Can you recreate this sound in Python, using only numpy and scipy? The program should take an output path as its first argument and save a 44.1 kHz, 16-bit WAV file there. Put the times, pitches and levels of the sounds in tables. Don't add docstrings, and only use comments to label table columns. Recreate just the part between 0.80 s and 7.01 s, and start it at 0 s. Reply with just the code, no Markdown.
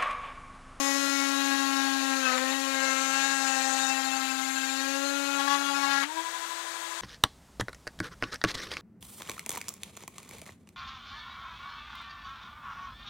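import sys
import numpy as np
from scipy.fft import rfft, irfft, next_fast_len
from scipy.io import wavfile
from scipy.ndimage import map_coordinates

SR = 44100
rng = np.random.default_rng(int(sys.argv[2]) if len(sys.argv) > 2 else 0)


def pcm_store(signal):
    levels = np.round(np.clip(np.atleast_2d(signal), -1, 1) * 32767)
    wavfile.write(sys.argv[1], SR, levels.astype(np.int16).T)


N = 273861
T = np.arange(N) / SR
COARSE = T[::32]
FREE_AT, SHUDDER_AT = 5.238, 5.39
IDLE_HZ, THROB_HZ = 334.5, 12.25

# middle t/s, length/s, extra buzz/dB, harmonic number, its boost/dB
BITES = [(0.01, 0.064, -1, 4, 7.5), (0.347, 0.79, -2.5, 7, 5), (0.414, 0.26, 1.5, 5, 8),
         (0.71, 0.26, 1, 6, 4), (1.11, 0.13, -0.3, 6, 3.5), (1.5, 0.16, 5.5, 5, 9.5),
         (1.52, 0.23, 1.5, 6, 7.5), (1.674, 0.15, 4.3, 7, 8), (2.205, 0.23, -1.5, 5, 5.5),
         (2.44, 0.22, 1.8, 6, 3.5), (3.13, 0.33, -0.5, 3, 4.5), (4.41, 0.25, -0.5, 5, 13.5),
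         (4.89, 0.26, -1.5, 5, 7.5)]
# middle t/s, length/s, level/dB, ring f/Hz, upper ring level/dB
HAMMERING = [(4.601, 0.04, -31, 950, -4), (4.682, 0.021, -36, 1100, 0), (4.725, 0.13, -28.5, 1140, -9.5),
             (4.922, 0.055, -35.5, 850, -14), (5.04, 0.063, -31, 1090, -5), (5.136, 0.11, -29, 1230, -4.5),
             (5.198, 0.087, -33, 1370, -1)]


def amp(db):
    return 10 ** (np.asarray(db) / 20)


def unit(x):
    return x / np.sqrt(np.mean(x ** 2) + 1e-20)


def curve(points, t=T):
    return np.interp(t, *np.transpose(points))


def swell(at, length):
    return np.cos(np.pi * np.clip((T - at) / length, -.5, .5)) ** 2


def wobble(rate, t=T):
    values = rng.standard_normal(2048)
    return np.interp(t, COARSE, map_coordinates(values, [COARSE * rate], mode="wrap"))


def noise():
    return rng.standard_normal(N)


def blend(first, second, share):
    share = np.clip(share, 0, 1)
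    return np.sqrt(1 - share) * first + np.sqrt(share) * second


def filtered(x, response):
    size = next_fast_len(N + SR // 2)
    return irfft(rfft(x, size) * response(np.fft.rfftfreq(size, 1 / SR)), size)[..., :N]


def coloured(x, spectrum):
    f, db = np.transpose(spectrum)
    return unit(filtered(x, lambda hz: amp(np.interp(np.log(hz + 1), np.log(f), db))))


def resonant(x, modes):
    def response(f):
        return sum(amp(db) * 1j * f * width / (hz * hz - f * f + 1j * f * width)
                   for hz, width, db in modes)
    return unit(filtered(x, response))


def narrowed(x, mode):
    return resonant(resonant(x, [mode]), [mode])


def friction(turns, sharpness, back):
    swing = np.cos(2 * np.pi * turns)
    return unit(noise() * (np.exp(sharpness * (swing - 1)) + back * np.exp(sharpness * (-swing - 1))))


def bench(shake_db):
    # f/Hz, level/dB
    rumble_tone = [(20, -40), (70, -11), (125, -5), (200, 10.5), (300, 22), (500, -34), (900, -37)]
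    # middle t/s, length/s, f/Hz, level/dB
    drone_times = [(3.497, 1.08, 124, -79), (4.37, .25, 122, -80), (5.349, 0.36, 70, -79)]
    usual_shake_db, rest_db, width_hz = -40.5, -76, 18
    level = amp(-79 + 2.3 * (shake_db - usual_shake_db)) + amp(rest_db)
    drones = sum(amp(db) * swell(at, length) * resonant(noise(), [(hz, width_hz, 0)])
                 for at, length, hz, db in drone_times)
    return level * amp(4.9 * wobble(8.4)) * coloured(noise(), rumble_tone) + drones


def fan_rush(turns, angle):
    # f/Hz, level/dB
    air_tone = [(30, -37), (150, -28), (300, -11.5), (500, 2), (800, 6.5), (1050, 9.5), (1700, 9.5),
                (2700, 2), (3700, 6), (5200, 0), (7000, 4), (10200, -4.5), (11300, -10), (15800, -16)]
    harmonics = sum(np.cos(k * angle + rng.uniform(0, 2 * np.pi)) * amp(3.3 * wobble(18))
                    for k in range(4, 33))
    air = friction(turns, sharpness=0.35, back=0.48)
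    return coloured(blend(air, unit(harmonics), share=0.044), air_tone)


def motor(speed, turns, throb, shake_db):
    # harmonic number (rounded for the pitch), level/dB, throb depth (0-1)
    rattle_tones = [(2, -10, 0), (2.98, 2, 0.76), (4, -20, 0.09), (5, -7.5, 0.3), (6, -14, 0.18),
                    (7, -12.5, 0.53), (8, -15, 0.45), (10, -10.5, 0.51), (11, -9, 0.35), (12, -12, 0.5),
                    (18.8, -30, 0), (21, -24, .1), (24, -15, 0.13)]
    shudder_s, settle_s, throb_fade_s = 0.12, 0.33, 3.9
    angle, pace = 2 * np.pi * turns, speed / IDLE_HZ
    shudder = swell(SHUDDER_AT, shudder_s)
    free_s = np.maximum(T - FREE_AT, 0)
    hum = amp(shake_db + 12 * shudder) * np.sqrt(2) * -np.cos(angle)
    loose_angle = angle + 0.079 * wobble(90)
    rattle = np.zeros(N)
    for k, db, depth in rattle_tones:
        beat = 1 + depth * np.exp(-free_s / throb_fade_s) * np.cos(throb) + 0.13 * wobble(25)
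        tone = np.cos(round(k) * loose_angle + rng.uniform(0, 2 * np.pi))
        rattle += amp(db) * pace ** k * beat * tone
    slack = np.minimum(free_s / shudder_s, 1)
    rattle_db = -47.5 + 12.5 * np.exp(-free_s / settle_s) + 2.5 * shudder
    fan = amp(-40.5) * pace ** 4 * fan_rush(turns, loose_angle)
    contacts = np.sin(39 * angle + .5 * wobble(70))
    whistle = amp(-63 + 2.8 * wobble(25)) * pace ** 3 * contacts
    return hum + slack * amp(rattle_db) * rattle + fan + whistle


def octave_hum(turns, throb, rough):
    # t/s, level/dB
    hum_levels = [(0, -42), (1.15, -54.5), (1.56, -38.5), (1.78, -48), (2.0, -41), (2.55, -53),
                  (2.8, -46.5), (3.7, -64), (4.2, -41), (4.75, -50.5), (5.22, -54)]
    level_db = curve(hum_levels) + 1.7 * np.cos(throb) + 4 * rough * wobble(55)
    return amp(level_db) * np.sqrt(2) * -np.cos(4 * np.pi * turns + 1.2 * rough * wobble(45))


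def splinters():
    # t/s, level/dB, time to fade by 60 decibels/s
    cracks = [(1.527, -33, .08), (1.575, -30, 0.13), (1.722, -33, 0.14), (5.226, -27, 0.14),
              (5.233, -21, 0.033)]
    # f/Hz, level/dB
    tone = [(100, -40), (400, -22), (900, 0), (2000, -1), (3200, -4), (7000, -18), (15000, -34)]
    out = np.zeros(N)
    for at, db, fade_s in cracks:
        age = np.maximum(T - at, 0)
        rise = 1 - np.exp(-age / .004)
        out += amp(db - 60 * age / fade_s) * rise * coloured(noise(), tone)
    return out


def skipping(tendency, rate):
    # t/s, share (0-1)
    skip_shares = [(0, 0), (1.3, 0.18), (1.5, 0.63), (1.85, 0.37), (2.45, 0), (3.0, 0.47), (3.5, 1),
                   (3.9, 0.6), (4.3, 0.28), (5.2, 0.7)]
    lag_hz = 12
    bursts = unit(amp(0.5 * wobble(rate / 2, COARSE)))
    grabs = (wobble(rate, COARSE) + 1j * wobble(rate, COARSE)) / np.sqrt(2)
    lag = np.exp(-2j * np.pi * lag_hz * COARSE)
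    return blend(0.99, bursts * grabs * lag, tendency * curve(skip_shares, COARSE))


def whines(turns):
    # middle t/s, length/s, harmonic number, level/dB
    whine_times = [(0.26, 0.26, 15, -49), (0.405, .22, 8, -44), (0.578, 0.12, 14, -44),
                   (1.335, 0.24, 9, -47), (1.465, 0.09, 10, -39), (1.74, 0.12, 14, -47),
                   (1.859, 0.072, 11, -48), (2.214, 0.24, 9, -50), (2.392, 0.34, 11, -52),
                   (2.468, 0.5, 10, -46), (2.994, 0.069, 10, -42), (3.043, 0.15, 14, -42),
                   (3.113, 0.069, 10, -37.5), (3.329, 0.087, 10, -41), (3.3, 0.17, 27, -58),
                   (3.66, 0.27, 27, -47.5), (4.278, 0.081, 15, -45), (4.451, 0.081, 15, -50),
                   (4.534, 0.62, 9, -50), (4.72, .1, 12, -46), (4.87, 0.1, 12, -44.5),
                   (5.151, 0.17, 11, -47)]
    out = np.zeros(N)
    for at, length, k, db in whine_times:
        on = abs(T - at) < length / 2
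        chatter = np.interp(T[on], COARSE, skipping(tendency=0.27, rate=50))
        tone = np.sqrt(2) * (chatter * np.exp(2j * np.pi * round(k) * turns[on])).real
        out[on] += amp(db) * np.cos(np.pi * (T[on] - at) / length) * tone
    return out


def growls(turns):
    # middle t/s, length/s, level/dB, f/Hz
    growl_times = [(1.46, 0.1, -42, 1500), (1.528, 0.05, -39, 1800), (1.58, .04, -41, 1170)]
    width_hz = 650
    tearing = friction(turns, sharpness=2.9, back=.3) * amp(1.5 * wobble(150))
    return sum(amp(db) * np.sqrt(swell(at, length)) * narrowed(tearing, (hz, width_hz, 0))
               for at, length, db, hz in growl_times)


def hammering(turns):
    # f/Hz, level/dB
    crack_tone = [(500, -45), (1200, -2), (1950, 4), (2300, -1), (3600, 4.5), (4400, 2.5), (5600, 2),
                  (7000, -8), (9000, -10), (14000, -22)]
    low_mode, high_mode = (852, 50, 0), (1694, 290, 0)
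    stroke = turns + .5 + .005 * wobble(120)
    knocks = np.exp(160 * (np.cos(2 * np.pi * stroke) - 1)) * amp(-1.2 * wobble(200))
    knocks = filtered(knocks, lambda hz: (1j * hz / (1j * hz + 600)) ** 2)
    tearing = friction(stroke, sharpness=2.08, back=0.49)
    crack = coloured(knocks, crack_tone) + 1.22 * coloured(tearing, crack_tone)
    blows = unit(knocks) + 0.18 * tearing
    low = amp(-8) * resonant(blows, [low_mode])
    high = narrowed(blows, high_mode)
    out = np.zeros(N)
    for at, length, db, hz, high_db in HAMMERING:
        ring = unit(narrowed(blows, (hz, 420, 0)) + low) + amp(high_db) * high
        out += amp(db) * np.sqrt(swell(at, length)) * (ring + amp(-10.5) * crack)
    return out


def blade_hiss(turns, throb, bites, rough):
    # f/Hz, level/dB
    hiss_tone = [(4500, -32.5), (5700, -12.5), (6400, -0.5), (6900, 0.5), (7400, -7), (8300, -8),
                 (9000, -12), (9900, -7.5), (11500, -10), (12300, -13.5), (13300, -19), (15800, -19)]
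    # f/Hz, level/dB
    scrape_tone = [(4000, -24), (4900, 5), (6000, 3.5), (8500, 2.5), (8900, 6), (9600, -19)]
    # f/Hz, width/Hz, level/dB
    steel_modes = [(6430, 83, -3), (7220, 95, 10.5), (7440, 110, 8), (9190, 500, -12), (11500, 380, -11)]
    # f/Hz, width/Hz, level/dB
    side_modes = [(5170, 200, -4), (6100, 190, 3), (6800, 221, 3.5), (7240, 130, -2), (7850, 130, 1),
                  (8330, 81, -4)]
    # f/Hz, width/Hz, level/dB
    entry_modes = [(5160, 100, -3), (5330, 130, -4), (5750, 390, -9), (6280, 110, -4), (6630, 90, -3),
                   (7230, 110, -7)]
    scratch = blend(bites, friction(turns, sharpness=.8, back=0.59), 0.63 + 0.9 * rough)
    ringing = blend(bites, friction(turns, sharpness=.7, back=0.86), 0.75)
    rubbing = blend(bites, friction(turns, sharpness=0.36, back=.95), 0.8)
    hiss = amp(-44.5 + 6 * np.exp(-T / 0.54)) * coloured(scratch, hiss_tone)
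    ring_db = -44 - 2.5 * (T - 2.88) ** 2 + 0.6 * np.cos(throb)
    ring = amp(ring_db) * resonant(ringing, steel_modes)
    side_from, side_to, edge_s = 2.02, 3.13, 0.04
    pressing = np.clip(.5 + np.minimum(T - side_from, side_to - T) / edge_s, 0, 1)
    side_db = -38.5 + 5.5 * (T - side_to)
    side = pressing * amp(side_db) * coloured(resonant(rubbing, side_modes), scrape_tone)
    entry = amp(-40) * np.exp(-T / 0.58) * coloured(resonant(rubbing, entry_modes), scrape_tone)
    return hiss + ring + side + entry


def teeth(turns, throb, rough):
    rotation = np.exp(2j * np.pi * (turns + 0.013 * rough * wobble(260)))
    swing = np.exp(1j * np.interp(COARSE, T, throb))
    harmonic, bites = rotation ** 8, np.zeros(N)
    for _ in range(9, 46):
        harmonic = harmonic * rotation
        strength = amp(2.0 * wobble(11, COARSE)) * np.exp(1j * wobble(2.37, COARSE))
        strength *= skipping(tendency=0.89, rate=60)
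        strength *= 1 + 0.21 * swing * np.exp(2j * np.pi * rng.random())
        bites += (harmonic * np.interp(T, COARSE, strength)).real
    return unit(bites)


def tooth_rasp(turns, bites, rough):
    # f/Hz, level/dB
    rasp_tone = [(900, -32), (1900, -2.5), (2400, 2), (2700, 3.5), (3300, -1.5), (3800, -3), (4300, -2),
                 (4800, -3.5), (5600, -4.5), (6500, -8), (8000, -34)]
    # f/Hz, width/Hz, level/dB
    head_modes = [(2663, 23, -0.5), (3850, 360, 3), (4295, 98, 4)]
    jam = swell(at=1.57, length=0.68)
    grating = blend(bites, friction(turns, sharpness=1.0, back=1.0), 1.9 * rough + 0.19 * jam)
    return unit(coloured(grating, rasp_tone) + 0.5 * coloured(resonant(grating, head_modes), rasp_tone))


def board_buzz(turns, throb, rough):
    # harmonic number, level/dB, swing/dB, peak t/s, peak spacing/s, throb depth (0-1)
    board_tones = [(3, -1, 1, 0.94, 2.1, 0.26), (4, -2.5, 4.5, 0.52, 4.97, 0.2),
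                   (5, -2.5, 0.7, 2.64, 1.44, 0), (6, 0, 1.5, 1.02, 1.5, 0.07),
                   (7, -5.5, 2.5, 0.17, 1.326, 0.08), (8, -7, 2, 0.034, 1.85, 0)]
    buzz, power = np.zeros(N), np.zeros(N)
    stroke = turns + 0.0026 * rough * wobble(170)
    for k, db, swing_db, peak_at, spacing, depth in board_tones:
        k = round(k)
        place_db = swing_db * np.cos(2 * np.pi * (T - peak_at) / spacing)
        sing_db = sum(boost * swell(at, 2.74 * length)
                      for at, length, _, harmonic, boost in BITES if round(harmonic) == k)
        gain = amp(db + place_db + sing_db + 1.96 * wobble(9))
        flicker = amp(3.5 * rough * wobble(55))
        skips = np.interp(T, COARSE, skipping(tendency=(k / 7.8) ** 4, rate=55))
        beat = 1 + depth * np.exp(1j * (throb + rng.uniform(0, 2 * np.pi)))
        lag = np.pi * k * k / len(board_tones) + 1.1 * wobble(1.553)
        buzz += gain * (flicker * skips * beat * np.exp(1j * (2 * np.pi * k * stroke + lag))).real
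        power += gain ** 2 / 2
    return -buzz / np.sqrt(power)


def cutting(cut_speed, turns, throb):
    # t/s, level/dB
    push_levels = [(0, -32.5), (1.3, -34.5), (1.79, -38.5), (2.02, -32.5), (3.0, -33), (3.7, -37.5),
                   (4.0, -37.5), (4.3, -36.5), (5.22, -31)]
    # f/Hz, level/dB
    chip_tone = [(120, -53), (250, -16.5), (410, -9.5), (600, -1), (900, -2), (1500, 2), (2000, 2),
                 (2600, -32), (4000, -42)]
    usual_push_db, easy_hz = -31, 288
    push_db = curve(push_levels)
    bite_db = sum(db * np.sqrt(swell(at, length)) for at, length, db, _, _ in BITES)
    rough = np.clip(0.16 + 0.0041 * (easy_hz - cut_speed), .05, .5)
    uneven = 1 + 0.13 * np.cos(2 * np.pi * .46 * turns + wobble(12))
    bouncing = sum(swell(at, length) for at, length, *_ in HAMMERING)
    tone = amp(-9 * bouncing) * board_buzz(turns, throb, rough)
    chips = amp(-4 * bouncing) * coloured(friction(turns, sharpness=0.92, back=0.93), chip_tone)
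    buzz = amp(push_db + bite_db + 0.57 * wobble(40)) * blend(tone, chips, 1.01 * rough ** 1.774)
    bites = teeth(turns, throb, rough)
    rasp = tooth_rasp(turns, bites, rough)
    tear_db = 0.3 * wobble(200)
    rasp_db = -37 + 0.18 * (push_db - usual_push_db) + 0.5 * bite_db - 0.31 * T
    rasp *= amp(rasp_db + tear_db + 0.49 * wobble(35))
    hiss_db = 0.064 * bite_db + .5 * tear_db + 0.12 * wobble(30.12)
    hiss = amp(hiss_db) * blade_hiss(turns, throb, bites, rough)
    wood = uneven * (buzz + rasp + whines(turns)) + growls(turns) + hammering(turns)
    in_wood = np.interp(T - FREE_AT, [-.008, .016], [1, 0])
    return in_wood * (wood + octave_hum(turns, throb, rough) + hiss)


def scene():
    # t/s, turning rate/Hz
    cut_speeds = [(0.0, 276), (0.29, 277.7), (1.03, 272.3), (1.38, 268), (1.5, 256), (1.56, 256),
                  (1.76, 271.6), (2.14, 266), (2.5, 272), (2.76, 266), (3.28, 266.4), (3.49, 265.1),
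                  (3.95, 267), (4.32, 280.3), (4.65, 278), (4.73, 281.5), (5.22, 276.6)]
    # t/s, level/dB
    shake_levels = [(0.05, -35.5), (0.94, -34), (1.32, -35), (1.53, -40), (1.72, -36.5), (2.04, -40),
                    (3.89, -40.5), (4.21, -37.5), (5.22, -40.5)]
    run_up_s, idle_shake_db = .072, -56
    cut_speed = curve(cut_speeds)
    load = np.exp(-np.maximum(T - FREE_AT, 0) / run_up_s)
    speed = IDLE_HZ + load * (cut_speed - IDLE_HZ)
    speed *= 1 + (0.00038 + 0.00106 * load) * wobble(30)
    turns = np.cumsum(speed) / SR
    throb = 2 * np.pi * THROB_HZ * (T - SHUDDER_AT)
    shake_db = idle_shake_db + load * (curve(shake_levels) - idle_shake_db) + 0.27 * wobble(18)
    shake_db += (0.18 * load - 2.5 * (1 - load)) * np.cos(throb)
    wood = splinters() + cutting(cut_speed, turns, throb)
    return (wood + motor(speed, turns, throb, shake_db) + bench(shake_db))[None]


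def record(dry):
    pair = np.array([2 * dry[0], np.zeros(N)]) + amp(-70.5) * rng.standard_normal((2, N))
    return filtered(pair, lambda hz: hz < 15800)


dry = scene()
out = record(dry)
pcm_store(out)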